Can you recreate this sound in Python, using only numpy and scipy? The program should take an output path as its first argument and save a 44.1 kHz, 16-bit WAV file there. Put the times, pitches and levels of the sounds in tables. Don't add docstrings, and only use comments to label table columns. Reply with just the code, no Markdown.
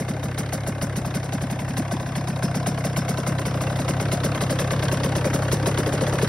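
import sys
import numpy as np
from scipy import signal
from scipy.fft import rfft, irfft
from scipy.io import wavfile
from scipy.ndimage import uniform_filter1d

SR = 44100
rng = np.random.default_rng(int(sys.argv[2]) if len(sys.argv) > 2 else 0)


def waveform_to_disk(signal):
    frames = np.transpose(np.atleast_2d(signal))
    scaled = np.clip(frames, -1, 1) * 32767
    samples = np.round(scaled).astype(np.int16)
    wavfile.write(sys.argv[1], SR, samples)


N = 276948
EARLY = 15000


def amp(db):
    return 10 ** (np.asarray(db) / 20)


def evened(x):
    return x / np.sqrt(np.mean(x ** 2) + 1e-20)


def clicks(s, size):
    at = np.round(s * SR).astype(int) + EARLY
    out = np.zeros(N + EARLY)
    inside = (at >= 0) & (at < N + EARLY)
    out[at[inside]] = (size * np.ones(len(s)))[inside]
    return out


def strike(s, size, shape):
    return signal.oaconvolve(clicks(s, size), shape)[EARLY:EARLY + N]


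def lay(s, shapes):
    out = np.zeros(N + 2 * EARLY)
    for at, shape in zip(np.round(s * SR).astype(int) + EARLY, shapes):
        out[at:at + len(shape)] += shape
    return out[EARLY:EARLY + N]


def swell(peak_ms, t60):
    t, peak = np.arange(9000) / SR, peak_ms / 1000
    rise = np.sin(np.pi / 2 * np.clip(t / peak, 0, 1)) ** 2
    return np.where(t < peak, rise, amp(-60 * (t - peak) / t60))


def noise_bands(centres):
    log_hz = np.log(np.fft.rfftfreq(N, 1 / SR) + 1)
    spectrum = rfft(rng.standard_normal(N))
    spectrum *= np.exp(-log_hz / 2) * np.clip((log_hz - np.log(170)) / .5, 0, 1)
    weights = [np.interp(log_hz, np.log(centres), row) for row in np.eye(len(centres))]
    return [evened(irfft(spectrum * weight, N)) for weight in weights]


def resonate(x, hz, width):
    b, a = signal.iirpeak(hz, hz / width, SR)
    return signal.lfilter(b, a, x)


def approach(*db):
    return amp(np.interp(np.arange(N), np.linspace(0, N, len(db)), db))


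# time in seconds, intake thump level in dB,
# puff level in dB over the thump, second pipe tone in dB over the boom.
WALK = [(0, -30.5, -5, -12), (1.2, -29.3, -5.5, -14), (2.4, -28.5, -5.5, -14), (3.2, -27, -5.5, -12),
        (4, -25.7, -5.5, -9), (4.8, -25, -5, -4.5), (5.4, -25, -4.5, -2), (6.28, -25, -4, -2.5)]


def walk(column):
    rows = np.array(WALK)
    return np.interp(np.arange(N) / SR, rows[:, 0], rows[:, column])


# time in seconds, relative metal ring in dB at a full firing,
# boom tail in seconds, low treble gain in dB, gulp pitch in Hz before its glide and shifts.
FACING = [(0, -45, 0.016, 2, 120), (.85, -40, 0.015, -2, 113), (1, -39, 0.015, 2, 120),
          (1.9, -30, 0.019, 0.5, 122.6), (2.501, -25.5, 0.015, 1, 130.6), (3.4, -26.5, 0.011, 1.5, 125.3),
          (4.202, -38, 0.011, 4, 122), (4.9, -34, 0.013, 5, 124.4), (5.6, -35, 0.0072, 2.8, 117.5),
          (6.28, -37.5, 0.0086, 6, 122)]


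def facing(s, order):
    rows = np.array(FACING)
    return np.interp(s, rows[:, 0], rows[:, order])


# time the exhaust port opens in seconds,
# then the relative levels in dB of hiss, boom, mid-band bark and crack.
FIRINGS = [(-0.006, -41.5, -25.5, -32, -37.5), (0.0837, -43, -23.5, -38, -36.5),
           (0.2305, -42.5, -25.5, -35.0, -48), (0.3792, -36.0, -23.5, -35, -38),
           (0.5247, -35.5, -25, -29, -46), (0.6679, -38.5, -24, -33, -42), (0.8158, -36, -22.5, -29, -30.5),
           (0.9595, -38, -23.5, -35, -45), (1.0504, -43, -25.5, -32.5, -44),
           (1.1431, -38.5, -21.5, -33, -35.0), (1.233, -47, -33, -37, -39),
           (1.3252, -41.0, -22.5, -32, -34), (1.4127, -43, -23.5, -45, -37),
           (1.5016, -42.5, -25.5, -43, -35.5), (1.593, -45.5, -27, -43, -31), (1.681, -46, -26, -49, -42),
           (1.77, -37.5, -20.5, -42, -27.5), (1.9134, -41.0, -22, -31, -36.0),
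           (2.0006, -50, -33.0, -36, -36), (2.063, -49, -32.0, -43, -37),
           (2.1553, -41.5, -23, -33.5, -28.5), (2.2753, -42.0, -23, -46, -31.5),
           (2.363, -55, -58, -37, -35), (2.4262, -38.0, -19.5, -31.0, -33.5),
           (2.5465, -39.5, -22, -30, -29), (2.663, -34.5, -20, -26.5, -35), (2.7783, -47, -41, -34, -34.5),
           (2.8425, -38.0, -23.5, -29.5, -33), (2.965, -36.5, -20, -29, -30),
           (3.084, -36.5, -22, -28.5, -41), (3.175, -43, -28, -28, -28.5), (3.2668, -36.5, -22.5, -30, -34),
           (3.3862, -44, -48, -33, -25.5), (3.4554, -40, -22, -31.5, -26.5), (3.544, -51, -37, -30, -35.0),
           (3.6097, -39.5, -27, -28.5, -30.5), (3.671, -56, -57, -35, -29), (3.7, -49, -36, -32, -37),
           (3.761, -47, -57, -37, -31), (3.792, -43, -26, -27, -40), (3.8824, -36.5, -21.5, -28.5, -26),
           (4.0012, -40, -24.5, -31.0, -28.5), (4.1184, -34.0, -20.5, -30.5, -27),
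           (4.2369, -34.5, -20, -26.5, -30.5), (4.35, -46, -32, -37, -25), (4.41, -36.5, -22, -30, -22),
           (4.4989, -36.0, -25.5, -26.5, -34), (4.5905, -35.0, -24.0, -29, -22),
           (4.709, -39, -24, -27, -24.5), (4.827, -40, -26.0, -28.0, -27), (4.885, -59, -56, -44, -23.5),
           (4.9171, -37, -23, -27.5, -30), (5.036, -36.5, -21.5, -33, -23.5),
           (5.1553, -37.5, -25, -26, -30.5), (5.2463, -38.5, -23, -22, -28),
           (5.3342, -35, -20.5, -26.5, -43), (5.4236, -44, -44, -34, -31.5),
           (5.5173, -32, -18.5, -29.5, -28), (5.6612, -33.5, -19.5, -26, -23),
           (5.7771, -36.5, -22, -27.0, -24.5), (5.8642, -42, -32, -27, -28),
           (5.9254, -40, -22.5, -26.5, -45), (6.0119, -41, -21.5, -27, -45), (6.069, -43, -47.0, -31, -29),
           (6.1287, -42.5, -23, -31, -32), (6.1866, -48, -38.0, -30, -29),
           (6.218, -38.5, -18.5, -27.5, -35)]
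FULL_BOOM_DB, RING_PER_BOOM = -26, 0.72


def firings():
    s, hiss_db, boom_db, bark_db, crack_db = np.transpose(FIRINGS)
    ring_db = facing(s, order=1) + RING_PER_BOOM * (boom_db - FULL_BOOM_DB)
    return s, hiss_db, boom_db, ring_db, bark_db, crack_db


TURNS_PER_S = 33.4


def crank(slowing=0.0906):
    fired = np.array(FIRINGS)[:, 0]
    times = [fired[0] - np.arange(8, 0, -1) / TURNS_PER_S]
    for a, b in zip(fired, fired[1:]):
        count = round((b - a) * TURNS_PER_S)
        u = np.arange(count) / count
        times.append(a + (b - a) * (u - slowing * u * (1 - u)))
    times.append(fired[-1] + np.arange(8) / TURNS_PER_S)
    return np.concatenate(times)


# time in seconds, gain in dB on the low noise.
THUDS = [(1.03, -44), (3.43, -36)]
THUD_S = 0.033
RUMBLE_DB, LUMPY_DB, LUMPS_HZ = -63.5, -2, 13
OWN_SHARE = 0.22


def rumble():
    both, left, right, slow = rng.standard_normal((4, N))
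    air = both + OWN_SHARE * np.array([left, right])
    low = signal.sosfilt(signal.butter(3, [31, 70], "bandpass", fs=SR, output="sos"), air)
    lumps = evened(signal.sosfilt(signal.butter(2, LUMPS_HZ, fs=SR, output="sos"), slow))
    t = np.arange(N) / SR
    thuds = sum(amp(db) * np.exp(-((t - s) / THUD_S) ** 2) for s, db in THUDS)
    return (amp(RUMBLE_DB + LUMPY_DB * lumps) + thuds) * evened(low)


# time in seconds, echo delay in milliseconds, echo share of the direct amplitude.
GROUND = [(0, 1.3, 0.079), (1, 1.27, 0.13), (2, 1.14, 0.45), (2.999, 1.38, 0.15), (4.2, 1.4, 0.14),
          (5.2, 2.13, 0.19), (6.28, 2, 0.11)]


def lawn(x, dull_hz=2200):
    s, ms, share = np.transpose(GROUND)
    n = np.arange(N)
    dull = signal.sosfiltfilt(signal.butter(1, dull_hz, fs=SR, output="sos"), x)
    delayed = np.interp(n - np.interp(n / SR, s, ms) * SR / 1000, n, dull)
    return x + np.interp(n / SR, s, share) * delayed


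# frequency in Hz, width in Hz,
# share of amplitude lost from afar, midway and close by.
HOLLOWS = [(661, 40, 0.12, 0.085, 0.55), (837, 36, 0.74, 0.85, 0.17), (1035, 94, 0.068, 0.046, 0.32),
           (1430, 35, 0.24, 0.22, 0.27), (2074, 97, .3, 0.18, 0.43), (2320, 81, 0.17, 0.19, 0.54)]


def hollowed(x):
    for hz, width, *share in HOLLOWS:
        lost = np.interp(np.arange(N), np.linspace(0, N, len(share)), share)
        x = x - np.clip(lost, 0, .9) * resonate(x, hz, width)
    return x


# frequency in Hz, width in Hz,
# relative level in dB from afar, midway and close by.
METAL = [(4305, 45, -10, -9, -4), (4815, 40, -8, -10, -3), (4915, 40, -12, -11, -8), (5132, 30, -2, 0, -4),
         (5212, 32, 0, -2, -3), (5390, 30, -1, -1, -2), (5450, 25, -9, -5, -6), (5562, 40, -7, -4, -6),
         (5786, 40, -13, -11, -8), (5940, 40, -12, -10, -10), (6045, 45, -7, -7, -8)]


def metal(turns, ring_db=6.0, idle_db=-21):
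    s, _, _, fired_db, *_ = firings()
    out = np.zeros(N)
    for hz, width, *db in METAL:
        hard = amp(fired_db + ring_db + 3.4 * rng.standard_normal(len(s)))
        shake = strike(s, hard, swell(8.6, 0.28))
        shake += strike(turns, amp(idle_db), swell(0.4, 0.16)) * amp(walk(1))
        blow = strike(s + .004, hard * amp(23), [1.])
        out += approach(*db) * resonate(rng.standard_normal(N) * shake + blow, hz, width)
    return out / 2


def ticks(turns, tick_db=-9, t60=0.01, snap_db=19, uneven_db=2.0):
    s, *_, crack_db = firings()
    near = amp(walk(1) + walk(2))
    each = amp(tick_db + uneven_db * rng.standard_normal(len(turns)))
    cracks = amp(crack_db)
    idle_scrape = near * strike(turns - .002, each, swell(0.21, t60))
    fired_scrape = strike(s - .001, cracks, swell(0.53, t60))
    snap = near * strike(turns - .0015, each, [1.]) + strike(s - .001, cracks, [1.])
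    band = signal.butter(2, [900, 4600], "bandpass", fs=SR, output="sos")
    grain = evened(signal.sosfilt(band, rng.standard_normal(N)))
    return np.hypot(idle_scrape, fired_scrape) * grain + amp(snap_db) * signal.sosfilt(band, snap)


# frequency in Hz, width in Hz,
# relative level in dB from afar, midway and close by.
PIPE = [(481, 66, -25, -27, -3), (535, 44, -1.5, -3.5, -3.5), (610, 40, -1, -11.5, -4.5),
        (700, 35, -15, -3, -14), (800, 49, -1, -7, -5), (920, 40, -23, -17.5, 0), (1019, 51, -15, 3, -15),
        (1110, 44, -9, -6, -4), (1352, 25, -30, -25, -21), (1531, 50, -6, -7.5, -6),
        (1736, 32, -7, -24, -7), (1951, 33, -10, -12, -17), (2108, 57, 3.5, -5.5, -5.5),
        (2380, 39, -30, -35, -24), (2710, 50, -30, -7.5, -21), (3040, 37, -39, -23, -14.5),
        (3690, 330, -0.5, -2, -9.5)]


def knock(turns, knock_db=-0.5, fired_db=5.0, uneven_db=3.0):
    s, *_, crack_db = firings()
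    t = np.arange(3000) / SR
    each = amp(knock_db + uneven_db * rng.standard_normal(len(turns)))
    snaps = amp(walk(1) + walk(2)) * strike(turns, each, [1.])
    snaps += strike(s, amp(crack_db + fired_db), [1.])
    out = np.zeros(N)
    for hz, width, *db in PIPE:
        envelope = np.exp(-np.pi * width * t) * (1 - np.exp(-t / 0.0048))
        ring = np.sin(2 * np.pi * hz * t) * envelope
        out += approach(*db) * signal.oaconvolve(snaps, ring)[:N]
    return out


HOT_LATE_S, HOT_SHARP, HOT_DB = .0022, 0.1, 2.0
PITCH_SPREAD, GULP_JITTER_S = 0.015, .0005
CHOKE_FROM_DB, CHOKE_SPAN_DB = -38, 5.5


def intake(turns, choked_db=-9, rise_s=0.0112, tail_s=0.0112, fall=14, uneven_db=1.0):
    t = np.arange(-1100, 1500) / SR
    shape = np.exp(-abs(t / np.where(t < 0, rise_s, tail_s)) ** 3)
    luck = rng.standard_normal((len(turns), 3))
    s, _, boom_db, *_ = np.transpose(FIRINGS)
    strong = s[boom_db > CHOKE_FROM_DB]
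    hot = -np.interp(turns, strong, np.arange(len(strong))) % 1
    size_db = uneven_db * luck[:, 0] + HOT_DB * hot
    after = np.searchsorted(turns, s + 1 / TURNS_PER_S / 2)
    size_db[after] += choked_db * np.clip((boom_db - CHOKE_FROM_DB) / CHOKE_SPAN_DB, 0, 1)
    at = turns - .0045 + HOT_LATE_S * hot + GULP_JITTER_S * luck[:, 1]
    hz = facing(turns, order=4) * (1 + HOT_SHARP * hot + PITCH_SPREAD * luck[:, 2])
    cycles = np.cos(2 * np.pi * hz[:, None] * t * (1 - fall * t))
    thumps = amp(size_db)[:, None] * shape * cycles
    return amp(walk(1)) * evened(lay(at + t[0], thumps))


# noise band centre in Hz, milliseconds to the peak,
# t60 in seconds, level in dB, steady level in dB; both relative to the puff level of the walk.
PUFF = [(291, 7.9, 0.13, -8, -12.5), (394, 19.3, 0.013, -12, -17), (680, 11, 0.06, -10, -13.5),
        (873, 4, 0.032, -12.5, -17), (1440, 6.2, 0.059, -6.5, -17.5), (3770, 3.3, 0.041, -15, -29),
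        (7600, 6.5, 0.0051, -13, -20.5), (11600, 3.4, 0.034, -33, -28), (16000, 5, 0.069, -38, -44)]
# nominal frequency in Hz (the puff's band is used),
# milliseconds to the peak, t60 in seconds, level in dB over the bark below 1200 Hz and over the hiss above.
BLAST = [(290, 29.4, 0.012, -3.5), (420, 23.7, 0.022, -6.5), (650, 3.9, 0.018, -32), (1000, 4.6, 0.014, -8),
         (1700, 0.78, 0.19, -1.5), (3400, 4.5, 0.13, -5.5), (6500, 13.6, 0.14, 4), (10500, 16.2, 0.084, -1),
         (15000, 12, 0.12, -9.5)]


def gas(turns, uneven_db=2.0, grit_db=0.6):
    s, hiss_db, _, _, bark_db, _ = firings()
    near = amp(walk(1) + walk(2))
    low_treble = amp(facing(np.arange(N) / SR, order=3))
    bands = noise_bands([row[0] for row in PUFF])
    out = np.zeros(N)
    for noise, (hz, peak_ms, t60, db, steady_db), blast in zip(bands, PUFF, BLAST):
        _, blast_ms, blast_t60, blast_db = blast
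        size = amp(db + uneven_db * rng.standard_normal(len(turns)))
        puff = near * (strike(turns - .005, size, swell(peak_ms, t60)) + amp(steady_db))
        source_db = bark_db if hz < 1200 else hiss_db
        fired = strike(s - .003, amp(source_db + blast_db), swell(blast_ms, blast_t60))
        grit = amp(grit_db * evened(uniform_filter1d(rng.standard_normal(N), 90)))
        turned = low_treble if 3000 < hz < 5000 else 1
        out += noise * grit * turned * np.hypot(puff, fired)
    return out + sum(approach(*db) * resonate(out, hz, width) for hz, width, *db in PIPE)


# time in seconds,
# peak in seconds after the port opens.
WHOOP_PEAK = [(0, 0.0045), (3, 0.0048), (4.5, 0.013), (6.28, 0.014)]
WHOOP_END_HZ, WHOOP_DROP_HZ, WHOOP_DROP_S = 505, 340, .012
WHOOP_TAIL_S, WHOOP_SPREAD = .02, .04


def whoop(whoop_db=2):
    s, *_, bark_db, _ = firings()
    t = np.arange(3500) / SR
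    sweep_hz = WHOOP_END_HZ + WHOOP_DROP_HZ * np.exp(-t / WHOOP_DROP_S)
    sweep_hz = sweep_hz * (1 + WHOOP_SPREAD * rng.standard_normal((len(s), 1)))
    peak = np.interp(s, *np.transpose(WHOOP_PEAK))[:, None]
    envelope = np.where(t < peak, t / peak, np.exp(-((t - peak) / WHOOP_TAIL_S) ** 2))
    tone = np.sin(2 * np.pi * np.cumsum(sweep_hz, axis=1) / SR)
    return lay(s, amp(bark_db + whoop_db)[:, None] * tone * envelope)


BOOM_DELAY_S, BOOM_SPREAD = .0228, .045


def boom(boom_db=4.0, second_hz=400, second_s=.016, second_long_s=0.0043,
         low_hz=180, climb=20, second_climb=12.0, rise_s=0.009, lead_s=.003):
    s, _, fired_db, *_ = firings()
    t = np.arange(3500) / SR
    size = amp(fired_db + boom_db)[:, None]
    pitch = 1 + BOOM_SPREAD * rng.standard_normal((len(s), 2))
    u = t - BOOM_DELAY_S
    from_peak = u + lead_s
    tail_s = facing(s, order=2)[:, None]
    shape = size * np.exp(-(from_peak / np.where(from_peak < 0, rise_s, tail_s)) ** 2)
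    low = lay(s, -shape * np.cos(2 * np.pi * low_hz * pitch[:, :1] * u * (1 + climb * u)))
    v = t - second_s
    second_shape = size * np.exp(-(v / second_long_s) ** 2)
    second_tone = np.cos(2 * np.pi * second_hz * pitch[:, 1:] * v * (1 + second_climb * v))
    return low + amp(walk(3)) * lay(s, second_shape * second_tone)


def scene():
    turns = crank()
    chamber = hollowed(gas(turns) + knock(turns) + ticks(turns))
    engine = intake(turns) + boom() + lawn(chamber + whoop()) + metal(turns)
    return engine + rumble()


# frequency in Hz, left over right in dB, likeness from 0 to 1.
# The balance fades out and the likeness gives way to a phase rule from 6000 to 6800 Hz.
STEREO = [(150, 0.1, 0.97), (410, 1.5, 1), (856, 4.5, 0.86), (1720, 2, 0.96), (2420, -3, 0.67),
          (3020, -2, 0.39), (4200, -3, 0.48), (5380, 2, 1), (6800, -1, 0.25)]
# frequency in Hz, lag in half waves.
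TRAIL = [(2000, 0), (2900, .3), (4800, .05), (5700, .3), (6600, .95), (7600, 1), (8300, 1.15), (9800, 2),
         (11300, 2), (12700, 2.95), (14200, 3), (14900, 3.2), (15600, 4)]
EDGE_HZ = 15800


def record(dry):
    thinned = signal.sosfilt(signal.butter(2, 38, "highpass", fs=SR, output="sos"), dry)
    hz, _, (left, right) = signal.stft(thinned, SR, nperseg=512, noverlap=384)
    f, balance_db, likeness = np.transpose(STEREO)
    trail = np.pi * np.interp(hz, *np.transpose(TRAIL))
    high = np.clip((hz - 6000) / 800, 0, 1)
    lean = amp(np.interp(hz, f, balance_db) * (1 - high) / 2)[:, None]
    alike = np.interp(hz, f, likeness) * (1 - high) + high * (1 - 0.75 * np.sin(trail) ** 2)
    alike = np.where(hz < 250, .996, np.clip(alike, 0, .997))[:, None]
    random_phase = 2 * np.exp(2j * np.pi * rng.random(right.shape))
    right = right * (alike * np.exp(-1j * trail)[:, None] + np.sqrt(1 - alike ** 2) * random_phase)
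    channels = np.array([left * lean, right / lean])
    both = signal.istft(channels, SR, nperseg=512, noverlap=384)[1][:, :N]
    edge = signal.firwin(511, EDGE_HZ, window=("kaiser", 9), fs=SR)
    return signal.oaconvolve(both, edge[None], "same")


dry = scene()
out = record(dry)
waveform_to_disk(out)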